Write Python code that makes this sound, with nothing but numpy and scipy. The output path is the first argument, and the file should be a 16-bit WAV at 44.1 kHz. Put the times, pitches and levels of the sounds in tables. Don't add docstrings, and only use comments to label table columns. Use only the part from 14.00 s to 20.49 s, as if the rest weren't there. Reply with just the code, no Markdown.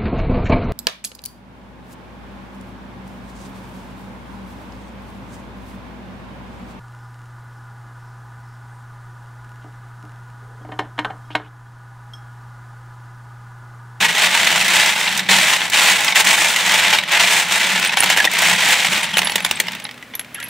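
import sys
import numpy as np
from scipy import signal
from scipy.fft import rfft, irfft
from scipy.io import wavfile

SR = 44100
rng = np.random.default_rng(int(sys.argv[2]) if len(sys.argv) > 2 else 0)


def nominal_scale(level):
    x = np.asarray(level, float) / 20
    return 10 ** x


def generate_wav(signal):
    frames = np.transpose(np.atleast_2d(signal))
    scaled = np.clip(frames, -1, 1) * 32767
    pcm = np.round(scaled).astype(np.int16)
    wavfile.write(sys.argv[1], SR, pcm)


N = 286209

# start in seconds, rise in seconds, hold in seconds, force in dB.
PUSHES = [(-.02, 0.064, 0.011, -11), (0.079, 0.007, 0.017, -18.5), (0.106, 0.1, 0.054, -13),
          (0.237, 0.13, 0.32, -13.5), (0.686, 0.068, 0.15, -12), (0.885, 0.079, 0.22, -18),
          (1.287, 0.0054, 0.25, -11.5), (1.551, 0.075, 0.037, -21), (1.718, 0.0099, 0.11, -14.5),
          (1.76, 0.13, 0.041, -11.5), (1.931, .03, 0.14, -17), (2.149, 0.0097, .05, -11.5),
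          (2.243, 0.035, 0.067, -12.5), (2.358, 0.028, 0.11, -15.5), (2.395, 0.35, .21, -14),
          (2.925, 0.0023, 0.014, -12.5), (2.95, 0.019, 0.0077, -19), (3.076, 0.066, 0.033, -12.5),
          (3.185, 0.011, .22, -12.5), (3.48, .05, .31, -15.5), (3.834, 0.011, .02, -17),
          (3.922, 0.013, .003, -18), (3.967, 0.0051, 0.015, -16), (4.017, 0.099, 0.017, -14),
          (4.163, 0.0047, 0.087, -17.5), (4.297, 0.12, 0.12, -14), (4.499, .21, 0.033, -12.5),
          (4.725, 0.047, 0.097, -17), (4.882, 0.019, 0.1, -19), (5.024, .01, 0.0062, -17)]
# time in seconds, motion in dB.
SETTLING = [(0, -29), (4.95, -28), (5.13, -24), (5.4, -28), (5.7, -31), (5.82, -36.5), (5.97, -49),
            (6.22, -56), (6.49, -37)]
# time in seconds, level in dB.
BARE_TUBES = [(0, -1), (1.2, -0.5), (2.1, 1), (2.5, 2.5), (2.8, -1), (3.1, -4.5), (3.4, 2), (3.9, -3),
              (4.5, 0), (4.75, 0.5), (5.1, 1), (6.49, -1)]
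# frequency in Hz, density in dB per Hz.
BOWL_SPECTRUM = [(150, -31), (250, -29), (326, -16), (383, -20.5), (541, -13), (660, -6.5), (734, -9),
                 (861, -1), (1180, -8.5), (2040, 2), (3720, -3.5), (4850, -12.5), (6000, -13), (7800, -41),
                 (13200, -120)]
# frequency in Hz, density in dB per Hz.
BRASS_SPECTRUM = [(2650, -19.5), (4500, -0.5), (4970, -2.5), (7610, 2), (9620, -4.5), (11300, -10.5),
                  (14300, -11), (15600, -12.5)]
# frequency in Hz, density in dB per Hz.
KNOCK_SPECTRUM = [(100, -31), (250, -11), (400, -5), (800, 2), (1300, -7.5), (3000, -36)]
# time in seconds, peak in dB, bowl pitch in Hz, edge in dB.
UNDERWATER_CLACKS = [(0.02, -19, 2500, -14), (0.6107, 0.5, 2540, -8), (0.6803, 4.5, 2090, -10.5),
                     (1.0764, 3, 2780, -33), (1.1752, -3.5, 3620, -1.5), (1.1932, 2, 3750, -12),
                     (1.2907, 4, 1990, -22), (1.616, 1.5, 2100, -29), (1.6985, -10, 2240, 0.5),
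                     (1.733, 2, 3000, -16), (2.0457, -2, 2020, -5), (2.0799, 3.5, 3170, -31),
                     (2.1227, 4, 2250, -31), (2.156, 4, 1860, -12), (2.2488, -9, 2580, 3),
                     (2.27, 1, 2400, -10), (2.561, 4, 2120, -10), (2.9282, 5, 2120, -25),
                     (2.986, 6.5, 2290, -18), (3.035, -5, 1900, -14), (3.119, -1.5, 2270, -7),
                     (3.5229, -1, 2320, -5)]
# time in seconds, peak in dB, bowl pitch in Hz, edge in dB.
TUMBLE = [(3.7963, -4.5, 2240, -6.5), (3.8273, -1, 1690, -19), (3.8477, 0, 1740, -10),
          (3.8931, 0, 2550, -20), (3.9235, -6, 1810, -16), (3.9709, 4.5, 2250, -14), (4.0039, 1, 1820, -9),
          (4.024, 2.5, 1420, -16), (4.0328, 6, 2680, -16), (4.04, 4, 2270, -9), (4.0597, -0.5, 3300, -14),
          (4.1001, 5.5, 2080, -11), (4.1627, -1, 2070, -18), (4.173, 6, 1630, -11.5),
          (4.1835, 1, 2000, -16), (4.2014, 4.5, 1760, -16), (4.2428, 4, 2450, -20),
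          (4.2508, 5.5, 3590, -12.5), (4.2738, -9, 1890, -26), (4.2967, -24, 1850, -11),
          (4.3147, -11, 2340, -1), (4.3361, -5, 1970, -6), (4.3875, -1, 2300, -6), (4.4194, -12, 2400, 4),
          (4.6499, -12, 2060, -18), (4.6868, 0, 2700, -7), (4.815, -7, 2760, -20), (4.9208, 0.5, 2430, -18),
          (4.9303, 0, 2030, -19), (4.9757, -2, 2280, -15)]
# time in seconds, peak in dB, bowl pitch in Hz, edge in dB.
DROPS = [(5.138, -16, 3150, -10), (5.1698, 5, 2590, -15), (5.1822, 2, 2650, -10), (5.19, 5, 2900, -12),
         (5.217, -1, 2070, -15), (5.2303, -3.5, 2040, -20), (5.2712, 2, 3560, -24),
         (5.296, -4.5, 1940, -12), (5.3196, -5.5, 2630, -12), (5.3562, -3, 1950, -6),
         (5.3573, 2, 2870, -7.5), (5.3802, -5.5, 2040, -17), (5.4034, -9, 2580, -14),
         (5.448, 2, 3570, -9.5), (5.448, -4.5, 2140, -20), (5.462, -6, 2310, -10), (5.4899, -18, 2120, -10),
         (5.511, 2.5, 2760, -9.5), (5.571, -10.5, 2440, -19), (5.6005, 3.5, 2280, -7)]
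# time in seconds, peak in dB, pitch in Hz, edge in dB.
HELD = [(5.6685, -11, 2090, -17), (5.683, -2.5, 2920, -20), (5.7194, -11.5, 2180, -10),
        (5.733, -8, 2200, -26), (5.7502, -9, 2660, -14), (5.7987, -13.5, 1820, -12),
        (5.8195, -25, 2480, -14), (5.8413, -33, 3380, -1), (5.8511, -9.5, 3850, -25),
        (5.8656, -15, 2100, -22), (5.8902, -13, 2040, -26), (5.911, -18, 2930, -13),
        (5.9419, -25, 2580, -12), (5.9773, -22, 1350, -17), (6.026, -17.5, 1990, -17),
        (6.137, -15.5, 2020, -36), (6.1425, -15, 2300, -29), (6.1519, -17, 3610, -21),
        (6.1522, -20, 3520, -7), (6.1938, -39, 2170, 16), (6.1944, -8, 1940, -23), (6.211, -17, 2100, -22),
        (6.246, -23, 2310, -13), (6.347, -16, 2150, -12), (6.401, -13, 1940, -11),
        (6.4279, -11.5, 1940, -15)]
# time in seconds, peak in dB, frequency in Hz, t60 in seconds.
RINGS = [(3.875, -11.5, 8750, 0.03), (3.989, -14, 10200, 0.038), (4.0044, -1.5, 9380, 0.027),
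         (5.0325, -16, 9050, 0.05), (5.177, -12, 10100, 0.05), (5.247, -14, 10800, 0.091),
         (5.272, -21, 11000, 0.061), (5.3053, -21, 10400, 0.05), (5.4246, -26, 10600, 0.063),
         (5.447, -16.5, 10940, 0.07), (5.5573, -21, 8450, 0.044), (5.842, -18, 10760, 0.026),
         (6.4, -33, 10800, 0.06), (6.1529, -10, 11700, 0.022), (6.1948, -15.5, 11100, 0.043),
         (6.345, -18, 11100, 0.025), (6.4268, -28, 10800, 0.05), (6.44, -22, 11200, 0.088),
         (6.4854, -26, 11300, 0.05)]
# time in seconds, peak in dB, frequency in Hz, t60 in seconds.
GULPS = [
    (4.1006, -17, 2110, 0.033),
    (4.1925, 5.5, 1830, 0.04),
    (4.2026, 5, 1710, 0.048),
    (4.2736, 13.5, 1886, 0.019),
    (5.139, -2.5, 3240, 0.053),
    (5.1507, -5, 3005, 0.081),
    (5.8507, -13, 4030, 0.017),
    (5.8644, -19, 2020, 0.04),
    (5.89, -17, 1880, 0.031),
    (6.3864, -17, 1390, 0.066),
]
# time in seconds, level in dB.
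SHOVES = [(0, -30), (.57, -33), (1.17, -37.5), (1.36, -33), (1.9, -40), (2.29, -42), (2.72, -38),
          (2.88, -38), (3.3, -58), (3.73, -40), (4.1, -42), (4.51, -34.5), (4.65, -41), (4.93, -35.5),
          (5.2, -39), (5.5, -45), (5.72, -45)]
# frequency in Hz, density in dB per Hz.
SINK_SPECTRUM = [(15, -44), (25, -51), (43, -72), (75, -7), (107, -7.5), (150, -1.5), (182, 12),
                 (252, -5.5), (330, -20), (430, -46), (730, -120)]
# frequency in Hz, t60 in seconds.
BASIN_T60 = [(300, 0.34), (2000, 0.054), (10000, 0.078)]
# frequency in Hz, density in dB per Hz.
ROOM_SPECTRUM = [(18, -38), (30, -13), (233, 3.5), (355, -4), (616, -4), (844, -7), (2120, -3.5),
                 (4910, -18), (14000, -25), (16000, -24)]
# frequency in Hz, level in dB rms.
HUM = [(120, -55.5), (242, -55.5)]
# frequency in Hz, side minus mid in dB.
WIDTH = [(40, -19), (110, -20), (200, -21), (380, -21), (700, -17.5), (1290, -17), (2380, -13), (4400, -11),
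         (8120, -7.5), (15000, -5.5)]


def unit(x):
    return x / np.sqrt(np.mean(x ** 2) + 1e-20)


def along(points, hz):
    point_hz, value = np.transpose(points)
    return np.interp(np.log(hz + 1), np.log(point_hz + 1), value)


def curves(rows):
    s, *columns = np.transpose(rows)
    return [np.interp(np.arange(N) / SR, s, column) for column in columns]


def joined(*levels_db):
    return 10 * np.log10(np.sum([nominal_scale(2 * db) for db in levels_db], axis=0) + 1e-12)


def coloured(x, points, size=8192):
    gain = nominal_scale(along(points, np.fft.rfftfreq(size, 1 / SR)))
    cepstrum = irfft(np.log(gain + 1e-5))
    cepstrum = np.r_[cepstrum[0], 2 * cepstrum[1:size // 2], np.zeros(size // 2)]
    pulse = irfft(np.exp(rfft(cepstrum)))
    return signal.fftconvolve(x, pulse[None] / np.linalg.norm(pulse), axes=1)[:, :N]


def placed(s, shapes):
    at = np.round(s * SR).astype(int)[:, None] + np.arange(shapes.shape[1])
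    return np.bincount(at.ravel(), shapes.ravel(), N + SR)[:N]


def fading(db, t60_s, rise_s, size):
    t = np.arange(size) / SR
    decay = nominal_scale(db[:, None] - 60 * t / np.reshape(t60_s, (-1, 1)))
    return t, decay * (1 - np.exp(-t / rise_s))


def bursts(s, db, t60_s, rise_s, size=640):
    _, fade = fading(db, t60_s, rise_s, size)
    noise = rng.standard_normal((len(s), 2, size))
    return np.array([placed(s, fade * noise[:, 0]), placed(s, fade * noise[:, 1])])


def tones(s, db, hz, t60_s, rise_s=0.000091, size=640):
    t, fade = fading(db, t60_s, rise_s, size)
    ring = fade * np.sin(2 * np.pi * hz[:, None] * t)
    lean = rng.uniform(-2.1, 1.75, len(s))
    return np.array([placed(s, ring), placed(s, lean[:, None] * ring)])


def pushing(size=32):
    rise_db, sag_db_per_s = 9.5, 10.5
    let_go_s, linger = 0.036, 0.32
    t = np.arange(0, N + size, size) / SR
    force = []
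    for start_s, rise_s, hold_s, db in PUSHES:
        u = (t - start_s) / rise_s
        climb_db = np.where(u < 0, -200, rise_db * (np.minimum(u, 1) - 1))
        held_s = np.maximum(t - start_s - rise_s, 0)
        release_db = 20 * np.maximum(held_s - hold_s, 0) / (let_go_s + linger * hold_s)
        force.append(db + climb_db - sag_db_per_s * held_s - release_db)
    return curves(np.transpose([t, joined(*force)]))[0]


def grind(rate_hz=1000, spread_db=4.5):
    force_db, loose_db = pushing(), curves(SETTLING)[0]
    grind_db = joined(force_db, loose_db)
    scratch_db = -23.5 + curves(BARE_TUBES)[0] + 1.25 * (joined(force_db, loose_db - 2) + 15)

    count = int(rate_hz * N / SR)
    chance = rng.random((count, 4))
    s = (np.arange(count) + 3 * chance[:, 0]) / rate_hz
    size_db = spread_db * np.clip(rng.standard_normal(count), -2, 2)

    thud = bursts(s, size_db, 0.011 + 0.054 * chance[:, 2], rise_s=0.00064, size=400)
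    pitch_hz = 1500 * 2 ** (1.4 * chance[:, 3] ** 1.29)
    note = tones(s, 0.74 * size_db, pitch_hz, 0.0058 + 0.0063 * chance[:, 1], size=400)
    body = unit(coloured(thud, BOWL_SPECTRUM)) + nominal_scale(-11.0) * unit(note)

    scratch = bursts(s, 1.16 * size_db, 0.021 + 0.054 * chance[:, 1], rise_s=0.00029, size=300)
    few = slice(0, count, 6)
    ring_hz = 6500 + 3500 * chance[few, 3] ** 2
    ring = tones(s[few], 0.21 * size_db[few], ring_hz, 0.011 + 0.064 * chance[few, 2])
    edge = unit(coloured(scratch, BRASS_SPECTRUM)) + nominal_scale(-15.5) * unit(ring)
    return nominal_scale(grind_db - 0.62) * unit(body) + nominal_scale(scratch_db + 0.2) * unit(edge)


def strikes(s, db, hz, edge_db, t60_s, rise_s, knock_db):
    size = 1500
    crack = bursts(s, db + edge_db + 1.5, 0.004, 0.0001, size=300)
    thud = coloured(bursts(s, db - 9.5, t60_s, rise_s, size), BOWL_SPECTRUM)
    upper_hz = hz * (1.3 + 0.462 * rng.random(len(s)))
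    notes = tones(s, db - 8, hz, 0.9 * t60_s, rise_s, size)
    notes = notes + tones(s, db - 8, upper_hz, 0.52 * t60_s, rise_s, size)
    knock = coloured(bursts(s, db + knock_db, 0.68 * t60_s, rise_s, size), KNOCK_SPECTRUM)
    edge = coloured(bursts(s, db + edge_db - 3.5, t60_s, 1.4 * rise_s, size), BRASS_SPECTRUM)
    return crack + thud + notes + knock + edge


def clacks():
    under = strikes(*np.transpose(UNDERWATER_CLACKS), t60_s=0.038, rise_s=0.00046, knock_db=-27)
    tumble = strikes(*np.transpose(TUMBLE), t60_s=0.024, rise_s=0.0012, knock_db=-16.5)
    return nominal_scale(-5.5) * under + tumble


def blow_t60(db, usual_s):
    return usual_s * np.exp(-0.01 * (db - db.mean()))


def clinks():
    drops, held = np.transpose(DROPS), np.transpose(HELD)
    dropped = strikes(*drops, blow_t60(drops[1], 0.025), rise_s=0.00069, knock_db=-17)
    return dropped + strikes(*held, blow_t60(held[1], 0.022), rise_s=0.00074, knock_db=-38)


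def rings():
    s, db, hz, t60_s = np.transpose(RINGS)
    detune = rng.uniform(-0.86, 1, (len(s), 2))
    main = tones(s, db - 5, hz, t60_s, size=5000)
    other = tones(s, db - 4, hz * (1 + 0.047 * detune[:, 0]), 0.66 * t60_s, size=5000)
    slow = tones(s, db - 34, hz * (1 + 0.006 * detune[:, 1]), 1.8 * t60_s, size=5000)
    return main + other + slow


def gulps():
    s, db, hz, t60_s = np.transpose(GULPS)
    return tones(s, db - 7.5, hz, t60_s, rise_s=0.002, size=3000)


def roll(count=80):
    start_s, length_s, edge_s, level_db = 6.343, 0.12, 0.012, -23 - 13.5
    chance = rng.random((count, 3))
    s = start_s + (length_s + edge_s) * chance[:, 0]
    pitch_hz = 1650 * 2 ** (1.15 * chance[:, 2] ** 1.96)
    notes = tones(s, 8 * chance[:, 1], pitch_hz, 0.034, rise_s=0.0012, size=1500)
    after_s = np.maximum(np.arange(N) / SR - start_s - length_s, 0)
    return nominal_scale(level_db - 20 * np.minimum(after_s / edge_s, 1)) * notes


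def sink(size=256):
    shove_width_s, slide_boom_db = 0.058, -13
    t = np.arange(0, N + size, size) / SR
    lumps_db = np.interp(t * 9, np.arange(80), rng.standard_normal(80))
    shoves = [db - 10 * np.log10(1 + ((t - s) / shove_width_s) ** 4) for s, db in SHOVES]
    shove_db, lumps_db = curves(np.transpose([t, joined(*shoves), lumps_db]))
    boom_db = joined(curves(SETTLING)[0] + slide_boom_db, shove_db)
    boom = unit(coloured(rng.standard_normal((2, N)), SINK_SPECTRUM))
    return nominal_scale(boom_db + 0.73 * lumps_db) * boom


def basin(x, size=8192):
    out, delay = np.zeros((2, N + SR)), 120
    for at in range(0, N, size):
        hz, t, z = signal.stft(rng.standard_normal((2, SR // 5)), SR, nperseg=256)
        decay = nominal_scale(-60 * t / along(BASIN_T60, hz)[:, None])
        tail = signal.istft(z * decay, SR, nperseg=256)[1]
        wet = signal.fftconvolve(x[None, at:at + size], tail / np.linalg.norm(tail[0]), axes=1)
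        out[:, at + delay:at + delay + wet.shape[1]] += wet
    return out[:, :N]


def room():
    t = np.arange(N) / SR
    drift = np.cumsum(rng.standard_normal(N)) * 0.0117
    hum = sum(nominal_scale(db + 2.5) * np.sin(2 * np.pi * hz * t + drift) for hz, db in HUM)
    air = nominal_scale(-44.5 + 2.0) * coloured(rng.standard_normal((2, N)), ROOM_SPECTRUM)
    return air + np.array([hum, 0.46 * hum])


def scene():
    brass = grind() + clacks() + clinks() + rings() + gulps() + roll()
    mid, side = brass + nominal_scale(-11.0) * basin(brass[0]) + sink() + room()
    side = irfft(rfft(side) * nominal_scale(along(WIDTH, np.fft.rfftfreq(N, 1 / SR))), N)
    return np.array([mid + side, nominal_scale(0.03) * (mid - side)])


def low_pass(x):
    return signal.sosfilt(signal.butter(12, 16100, fs=SR, output="sos"), x)


def record(dry):
    bass_hz, top_hz = 45, 15750
    ceiling, hardness = 1.05, 5
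    hz = np.fft.rfftfreq(N, 1 / SR)
    kept = irfft(rfft(dry) * 1j * hz / (bass_hz + 1j * hz), N)
    squeezed = kept / (1 + np.abs(kept / ceiling) ** hardness) ** (1 / hardness)
    mix = irfft(rfft(squeezed) * (hz < top_hz), N)
    return low_pass(np.clip(mix, -1, 1))


dry = scene()
out = record(dry)
generate_wav(out)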